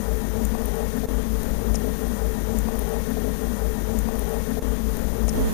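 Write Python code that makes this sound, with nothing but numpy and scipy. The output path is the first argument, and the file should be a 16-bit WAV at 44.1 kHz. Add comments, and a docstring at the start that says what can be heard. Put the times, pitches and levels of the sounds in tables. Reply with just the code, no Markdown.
"""Basement, close to a burning wood boiler, dry: no room reflections are added.
Behind, two motor shafts hum a beating low note and the draught fan hums and hisses; embers tick, gas pops.
In front, noise blown through hollow firebox resonances and a broad roar swell with the flares.
A two-second stretch is cut in two passages and looped on the left; the first sweeps in from the right,
and at the end it also plays on the right alone. A preamplifier, a notch and a steep top cut follow."""
import sys
import numpy as np
from scipy import signal
from scipy.fft import rfft, irfft
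from scipy.io import wavfile
from scipy.ndimage import uniform_filter1d

SR = 44100
rng = np.random.default_rng(int(sys.argv[2]) if len(sys.argv) > 2 else 0)


def output_pcm(signal):
    """Save a mono or channel-first signal as 16-bit PCM at the path in sys.argv[1].

    Samples are clipped to [-1, 1] before scaling.
    """
    pcm = np.clip(np.atleast_2d(signal).T, -1, 1) * 32767
    wavfile.write(sys.argv[1], SR, np.round(pcm).astype(np.int16))


N = 243996

# Source levels are nominal, ahead of the preamplifier and the entry levels; source times are those of the
# stretch. Resonances are run twice in the sources, except the single ring of the faint ticks; their width is
# that of a single pass.

# motor shafts, nearly equal in speed so that their hum beats: (turns per second f/Hz, rms level/dB)
SHAFT_TONES = [(53.66, -34), (59.12, -38)]
# slow change of the shaft hum: (t/s, change of level/dB)
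SHAFT_LEVEL = [(1.15, -0.5), (1.35, -0.5), (1.54, -1.3), (1.72, 1), (1.9, -3.5), (2.09, -4), (2.28, 2.3),
               (2.44, -2), (2.63, 0), (2.82, -1.5), (2.99, 0), (3.17, -2)]
SHAFT_IN_STEP_S, SHAFT_WAVER_DB = 2.082, 2.5

# air hiss of the draught, shape only: (f/Hz, relative density level/dB)
HISS_SPECTRUM = [(1100, -1.5), (1880, -3), (1960, -4.5), (2300, -6.5), (3000, -9), (3300, -8), (4000, -8),
                 (4700, -12.5), (5300, -10.5), (5900, -5.5), (6700, -6), (8600, -4.5), (9600, -7),
                 (12000, -6), (14600, -4), (15600, -8)]
HISS_DB = -45  # rms
# fan casing and duct resonances: (f/Hz, width/Hz, rms level/dB)
CASING_MODES = [(1850, 150, -60.5), (2168, 70, -72.5), (3245, 220, -68), (4850, 450, -66.5)]
# fan motor tones: (f/Hz, rms level/dB)
MOTOR_TONES = [(161, -50.5), (537, -57), (814, -64.5), (965, -61), (1086, -62.5), (1206, -68.5),
               (1825, -64.5)]

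# ember ticks: (t/s, peak level/dB, centre f/Hz, width/Hz, time to fall 60 dB/s)
EMBER_TICKS = [(1.091, -39, 9800, 3000, 0.0066), (1.4328, -23, 10800, 9500, 0.004),
               (1.7405, -37, 11500, 4000, .006), (1.743, -30, 8600, 5500, 0.007),
               (1.7448, -25.5, 7900, 5000, 0.007), (1.7445, -36, 1700, 2200, 0.02),
               (1.7475, -33, 6300, 1600, 0.04), (1.7545, -24.5, 7700, 5200, 0.012),
               (1.755, -40, 2000, 2200, 0.018), (1.7565, -32, 5900, 1500, 0.022),
               (1.7585, -31, 7600, 4200, 0.018), (2.5866, -24.5, 8100, 2400, 0.012),
               (2.587, -27, 12500, 5500, 0.0065), (2.755, -31.5, 12000, 6000, 0.013),
               (2.7917, -22, 12300, 6000, 0.006), (2.8914, -29, 11500, 7500, 0.0061),
               (3.1035, -30, 13000, 4000, .008), (3.141, -35, 12000, 5000, .008)]
FAINT_TICKS_PER_S, FAINT_IMPULSE_DB = 170, -57  # least impulse, before it rings
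# flame pops: (t/s, peak level/dB, centre f/Hz)
FLAME_POPS = [(1.744, -33, 520), (2.066, -32.5, 724), (2.684, -27.5, 596), (2.942, -30, 640),
              (3.17, -28, 560)]
POP_WIDTH_SHARE, POP_T60_S = 0.6, 0.03  # width as a share of the centre; fall of the puff by 60 dB

# lower and upper boom of the combustion chamber: (f/Hz, width/Hz)
BOOM_MODES = [(219, 19), (256, 15.7)]
# lower boom: (t/s, level/dB)
LOWER_BOOM_LEVEL = [(1.08, -45.5), (1.35, -34.5), (1.37, -51), (1.4, -35), (1.44, -43), (1.49, -35),
                    (1.56, -46), (1.6, -32), (1.63, -46), (1.69, -31.5), (1.8, -41.5), (1.82, -36.5),
                    (1.96, -36.5), (2.0, -51), (2.03, -35.5), (2.12, -33.5), (2.27, -47.5), (2.32, -62),
                    (2.35, -31), (2.4, -42.5), (2.42, -54), (2.45, -36), (2.48, -43), (2.54, -31),
                    (2.6, -33.5), (2.63, -69), (2.64, -46), (2.66, -30.5), (2.8, -44), (2.83, -68),
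                    (2.88, -34.5), (2.91, -48), (2.95, -38), (2.97, -32), (2.99, -83), (3.02, -33),
                    (3.05, -43.5), (3.06, -57), (3.09, -32.5), (3.2, -40)]
# upper boom: (t/s, level/dB)
UPPER_BOOM_LEVEL = [(1.08, -37), (1.1, -36), (1.21, -44), (1.23, -41), (1.35, -44), (1.37, -65),
                    (1.41, -48.5), (1.52, -39), (1.54, -59), (1.62, -41.5), (1.65, -69), (1.68, -48),
                    (1.73, -65), (1.86, -33.5), (1.93, -42), (1.95, -71), (1.99, -37), (2.12, -45.5),
                    (2.29, -52), (2.3, -52), (2.37, -38), (2.4, -42), (2.44, -46.5), (2.86, -40.5),
                    (2.89, -48.5), (3.03, -44), (3.06, -65), (3.08, -36), (3.18, -41), (3.2, -45)]
# hollow note and two upper firebox resonances: (f/Hz, width/Hz)
FIREBOX_MODES = [(443, 40), (610, 45), (815, 53)]
# hollow note, two upper resonances, roar: (level between flares/dB, waver/dB, share of the flare's rise)
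CALM_FLAME = [(-45, 0.1, 0.96), (-58, 1.5, 0.83), (-62, 2, 0.58), (-48, 0.7, 0.34)]
# flares, rises before the share is taken: (middle t/s, hollow note rise/dB, upper modes and roar rise/dB, length/s)
FLAME_FLARES = [(1.098, 5, 9, 0.24), (1.192, 11.5, 10.5, 0.032), (1.348, 9, 4.5, 0.057),
                (1.448, 7, 7, 0.09), (1.641, 8.5, 5, 0.069), (1.743, 8, 6, 0.017), (1.86, 11, 15.5, 0.095),
                (2.03, 12, 11.5, 0.062), (2.121, -2, 18, 0.033), (2.223, 10.5, 12.5, 0.046),
                (2.253, 9.5, 14.5, 0.06), (2.307, 10, 8, 0.07), (2.495, 11.5, 12.5, 0.054),
                (2.549, 10.5, 14, 0.038), (2.73, 10.5, 14.5, 0.1), (2.819, 9.5, 20, 0.025),
                (2.936, 12, 18.5, 0.15), (3.086, 9, 9.5, 0.074), (3.18, 13, 12, 0.031)]
# broad roar of the flame, shape only: (f/Hz, relative density level/dB)
ROAR_SPECTRUM = [(12, 26), (22, 16), (40, 20), (65, 6.5), (90, 16.5), (118, 9.5), (140, 8), (165, 14),
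                 (200, 14), (300, 6.5), (360, 6), (500, 5), (620, 2.5), (730, -1.5), (820, 0), (1000, -5),
                 (1700, -13.5), (1950, -9)]
# low part of the roar, steady through the flares: (t/s, rms level/dB)
RUMBLE_LEVEL = [(1.06, -38.5), (1.4, -34.5), (1.7, -33.5), (1.96, -36), (2.01, -38.5), (2.05, -38),
                (2.4, -35), (2.75, -37), (3.04, -36.5), (3.1, -39), (3.15, -39)]
ROAR_SPLIT_HZ, ROAR_FLUTTER_DB = 600, 2

# passages in looped order: (start t/s, taken from stretch t/s, end t/s)
LOOP = [(-.01, 2.1255, 1.058), (1.058, 1.058, 3.193), (3.193, 1.7916, 4.5949), (4.5949, 1.058, 5.6)]
SPLICE_S = .0006
# entry of the first passage: (t after entry/s, own level/dB, left level/dB, right level/dB, fan level/dB)
ENTRY = [(0, -2.5, -25, -6, -1), (.011, -4, -15, -5, -3), (.018, -3.5, -11, -4.5, -0.5),
         (.026, 0, -4, -13, -2), (0.03, -1.5, 7, -30, -4), (.036, -2.3, -.8, -41, 1.2),
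         (.05, 0.34, 0.1, -69, -0.13)]
RIGHT_ENTRY_S, RIGHT_DULLING = 5.3287, 0.18  # dulling: share of the treble that is lost

PREAMP_DB = 7.5
NOTCH_HZ, NOTCH_WIDTH_HZ, CUTOFF_HZ = 7784, 1010, 15740


def amp(db):
    """dB to gain."""
    return 10 ** (np.asarray(db) / 20)


def rms_one(x):
    """Scale to rms 1."""
    return x / np.sqrt(np.mean(x ** 2) + 1e-20)


def butter(x, order, hz, kind="low"):
    """Butterworth filter."""
    return signal.sosfilt(signal.butter(order, hz, kind, fs=SR, output="sos"), x)


def in_time(rows, delay=0):
    """Columns of a table joined by straight lines in time."""
    s, *columns = np.transpose(rows)
    return [np.interp(np.arange(N) / SR - delay, s, column) for column in columns]


def drift(rate_hz):
    """Slow chance with spread 1: white noise through two equal low-pass poles."""
    step = 40  # samples between the drawn points
    r = np.exp(-2 * np.pi * rate_hz * step / SR)
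    steps = rng.standard_normal(N // step + 2002)
    slow = signal.lfilter([1], [1, -2 * r, r * r], steps)[2000:]  # settled part
    return np.interp(np.arange(N) / step, np.arange(len(slow)), rms_one(slow))


def resonate(x, hz, width_hz):
    """Two-pole resonance, gain 1 on top."""
    r = np.exp(-np.pi * width_hz / SR)
    zeros = [(1 - r * r) / 2, 0, (r * r - 1) / 2]
    poles = [1, -2 * r * np.cos(2 * np.pi * hz / SR), r * r]
    return signal.lfilter(zeros, poles, x + 1e-18)


def resonate_twice(x, hz, width_hz):
    """The same resonance two times over, for steeper skirts."""
    return resonate(resonate(x, hz, width_hz), hz, width_hz)


def coloured(spectrum, patchy_db, together):
    """Noise of a given spectrum in octave bands, each flickering partly alone, partly in step."""
    hz = np.maximum(np.arange(N // 2 + 1) * SR / N, 1)
    table_hz, table_db = np.transpose(spectrum)
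    shape_db = np.interp(np.log(hz), np.log(table_hz), table_db, left=-90, right=-90)
    noise = rfft(rng.standard_normal(N)) * amp(shape_db)
    octave = np.log2(hz / 15)
    out = 0
    for k in range(11):
        overlap = np.clip(1 - np.abs(octave - k), 0, 1)
        band = irfft(noise * overlap, N)
        out = out + band * amp(patchy_db * (together + 0.58 * drift(8.1)))
    return out


def shafts():
    """Fan and pump each hum once per turn; the two notes swell where they fall in step."""
    t = np.arange(N) / SR - SHAFT_IN_STEP_S
    out = np.zeros(N)
    for hz, rms_db in SHAFT_TONES:
        level_db = rms_db + in_time(SHAFT_LEVEL)[0] + SHAFT_WAVER_DB * drift(3.1)
        out += np.sqrt(2) * amp(level_db) * np.sin(2 * np.pi * hz * t)
    return out


def fan():
    """Flickering air hiss, a casing rung by noise, and motor tones that waver in level and phase."""
    t = np.arange(N) / SR
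    out = amp(HISS_DB) * rms_one(coloured(HISS_SPECTRUM, patchy_db=1.0, together=0.26 * drift(37)))
    for hz, width_hz, rms_db in CASING_MODES:
        level = amp(rms_db + 1.6 * drift(2.1))
        out += level * rms_one(resonate_twice(rng.standard_normal(N), hz, width_hz))
    for hz, rms_db in MOTOR_TONES:
        level = np.sqrt(2) * amp(rms_db + 2.2 * drift(5.5))
        out += level * np.sin(2 * np.pi * hz * t + 0.76 * drift(1.6))
    return out


def faint_ticks():
    """Random impulses of random size, each ringing one of four treble resonances."""
    born = rng.random(N) < FAINT_TICKS_PER_S / SR
    size_db = FAINT_IMPULSE_DB + 6.2 * np.minimum(rng.exponential(1, N), 2.1)
    impulses = born * amp(size_db) * rng.choice([-1, 1], N)
    dealt = rng.integers(0, 4, N)
    out = np.zeros(N)
    for k, hz in enumerate([6500, 8500, 11000, 13500]):
        out += 3.7 * resonate(impulses * (dealt == k), hz, 0.45 * hz)
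    return out


def embers():
    """Each tick is a snap and a dying spit of noise in its own band; many fainter ones come at random."""
    out, t = np.zeros(N), np.arange(1500) / SR
    spits = rng.standard_normal((len(EMBER_TICKS), len(t)))
    for (s, peak_db, hz, width_hz, t60), spit in zip(EMBER_TICKS, spits):
        spit = spit * np.abs(spit) ** 0.75 + 1.3 * (t == 0)  # grainy, with a snap in front
        dying = spit * amp(-60 * t / max(t60, .002))
        edges = np.clip([hz - width_hz / 2, hz + width_hz / 2], 300, .45 * SR)
        tick = butter(dying, 4, edges, "band")
        at = round(s * SR)
        out[at:at + len(t)] += amp(peak_db) * tick / np.abs(tick).max()
    return out + faint_ticks()


def pops():
    """Gas pockets catch light: a dying puff of noise in a wide resonance gives a short dull pop."""
    out, t = np.zeros(N), np.arange(3000) / SR
    puffs = rng.standard_normal((len(FLAME_POPS), len(t)))
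    for (s, peak_db, hz), puff in zip(FLAME_POPS, puffs):
        pop = resonate_twice(puff * amp(-60 * t / POP_T60_S), hz, POP_WIDTH_SHARE * hz)
        at = round(s * SR)
        out[at:at + len(t)] += amp(peak_db) * pop / np.abs(pop).max()
    return out


def flares():
    """Rise in dB of hollow note, two upper resonances and roar: every flare swells and sinks in a bell."""
    s, hollow_db, bright_db, length = np.transpose(FLAME_FLARES)[:, :, None]
    bell = np.exp(-(2 * (np.arange(N) / SR - s) / length) ** 2)
    hollow_db = np.max(hollow_db * bell, axis=0)  # the strongest flare rules
    bright_db = np.max(bright_db * bell, axis=0)
    return hollow_db, bright_db, bright_db, bright_db


def blown(hz, width_hz):
    """Noise in a resonance, its slow level evened out: the flame, not chance, sets it."""
    tone = resonate_twice(rng.standard_normal(N), hz, width_hz)
    return tone / np.sqrt(uniform_filter1d(tone ** 2, size=1100))  # 25 ms


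def fire():
    """Turbulent burning drives the firebox resonances and a broad roar that follows the same flares."""
    flame_db = []
    for (calm_db, waver_db, share), rise_db in zip(CALM_FLAME, flares()):
        flame_db.append(calm_db + share * rise_db + waver_db * drift(13.0))
    *firebox_db, roar_db = flame_db
    boom_db = in_time(LOWER_BOOM_LEVEL) + in_time(UPPER_BOOM_LEVEL)  # joins two lists
    out = np.zeros(N)
    for mode, level_db in zip(BOOM_MODES + FIREBOX_MODES, boom_db + firebox_db):
        out += amp(level_db) * blown(*mode)
    # flares lift the upper roar; the rumble keeps its own level
    roar = coloured(ROAR_SPECTRUM, patchy_db=0.67, together=2.7 * drift(5.0))
    upper = rms_one(butter(roar, 2, ROAR_SPLIT_HZ, "high"))
    calm = coloured(ROAR_SPECTRUM, patchy_db=-2.2, together=0.54 * drift(5.3))
    rumble = rms_one(butter(calm, 2, ROAR_SPLIT_HZ))
    out += amp(in_time(RUMBLE_LEVEL)[0]) * rumble
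    return out + amp(roar_db + ROAR_FLUTTER_DB * drift(30)) * upper


def scene():
    """The stretch is laid out in its looped order; the first passage pans from right to left as it enters."""
    opening = LOOP[1][1]
    own_db, *_, fan_db = in_time(ENTRY, delay=opening)
    stretch = shafts() + fire() + fan() * amp(fan_db) + embers() + pops()
    stretch = stretch * amp(own_db)
    out, t = np.zeros((2, N)), np.arange(N) / SR
    for start, source, end in LOOP:
        splice = np.clip(np.minimum(t - start, end - t) / SPLICE_S + .5, 0, 1)
        piece = np.roll(stretch, round((start - source) * SR)) * splice
        if source == opening:
            left_db, right_db = in_time(ENTRY, delay=start)[1:3]
            out[1] += piece * amp(right_db) * (t < start + ENTRY[-1][0])
            piece = piece * amp(left_db)
        out[0] += piece
    # the right-hand copy is a little duller
    duller = stretch - RIGHT_DULLING * butter(stretch, 1, 3000, "high")
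    out[1] += np.roll(duller, round((RIGHT_ENTRY_S - opening) * SR)) * (t >= RIGHT_ENTRY_S)
    return out


def record(dry):
    """Preamplifier gain, a narrow treble notch made by subtracting a resonance twice, a steep top cut."""
    x = amp(PREAMP_DB) * dry
    for _ in range(2):
        x = x - resonate(x, NOTCH_HZ, NOTCH_WIDTH_HZ / 2)
    x = signal.sosfilt(signal.cheby2(14, 45, CUTOFF_HZ, fs=SR, output="sos"), x)
    return signal.sosfilt(signal.cheby2(12, 60, 16600, fs=SR, output="sos"), x)


dry = scene()
out = record(dry)
output_pcm(out)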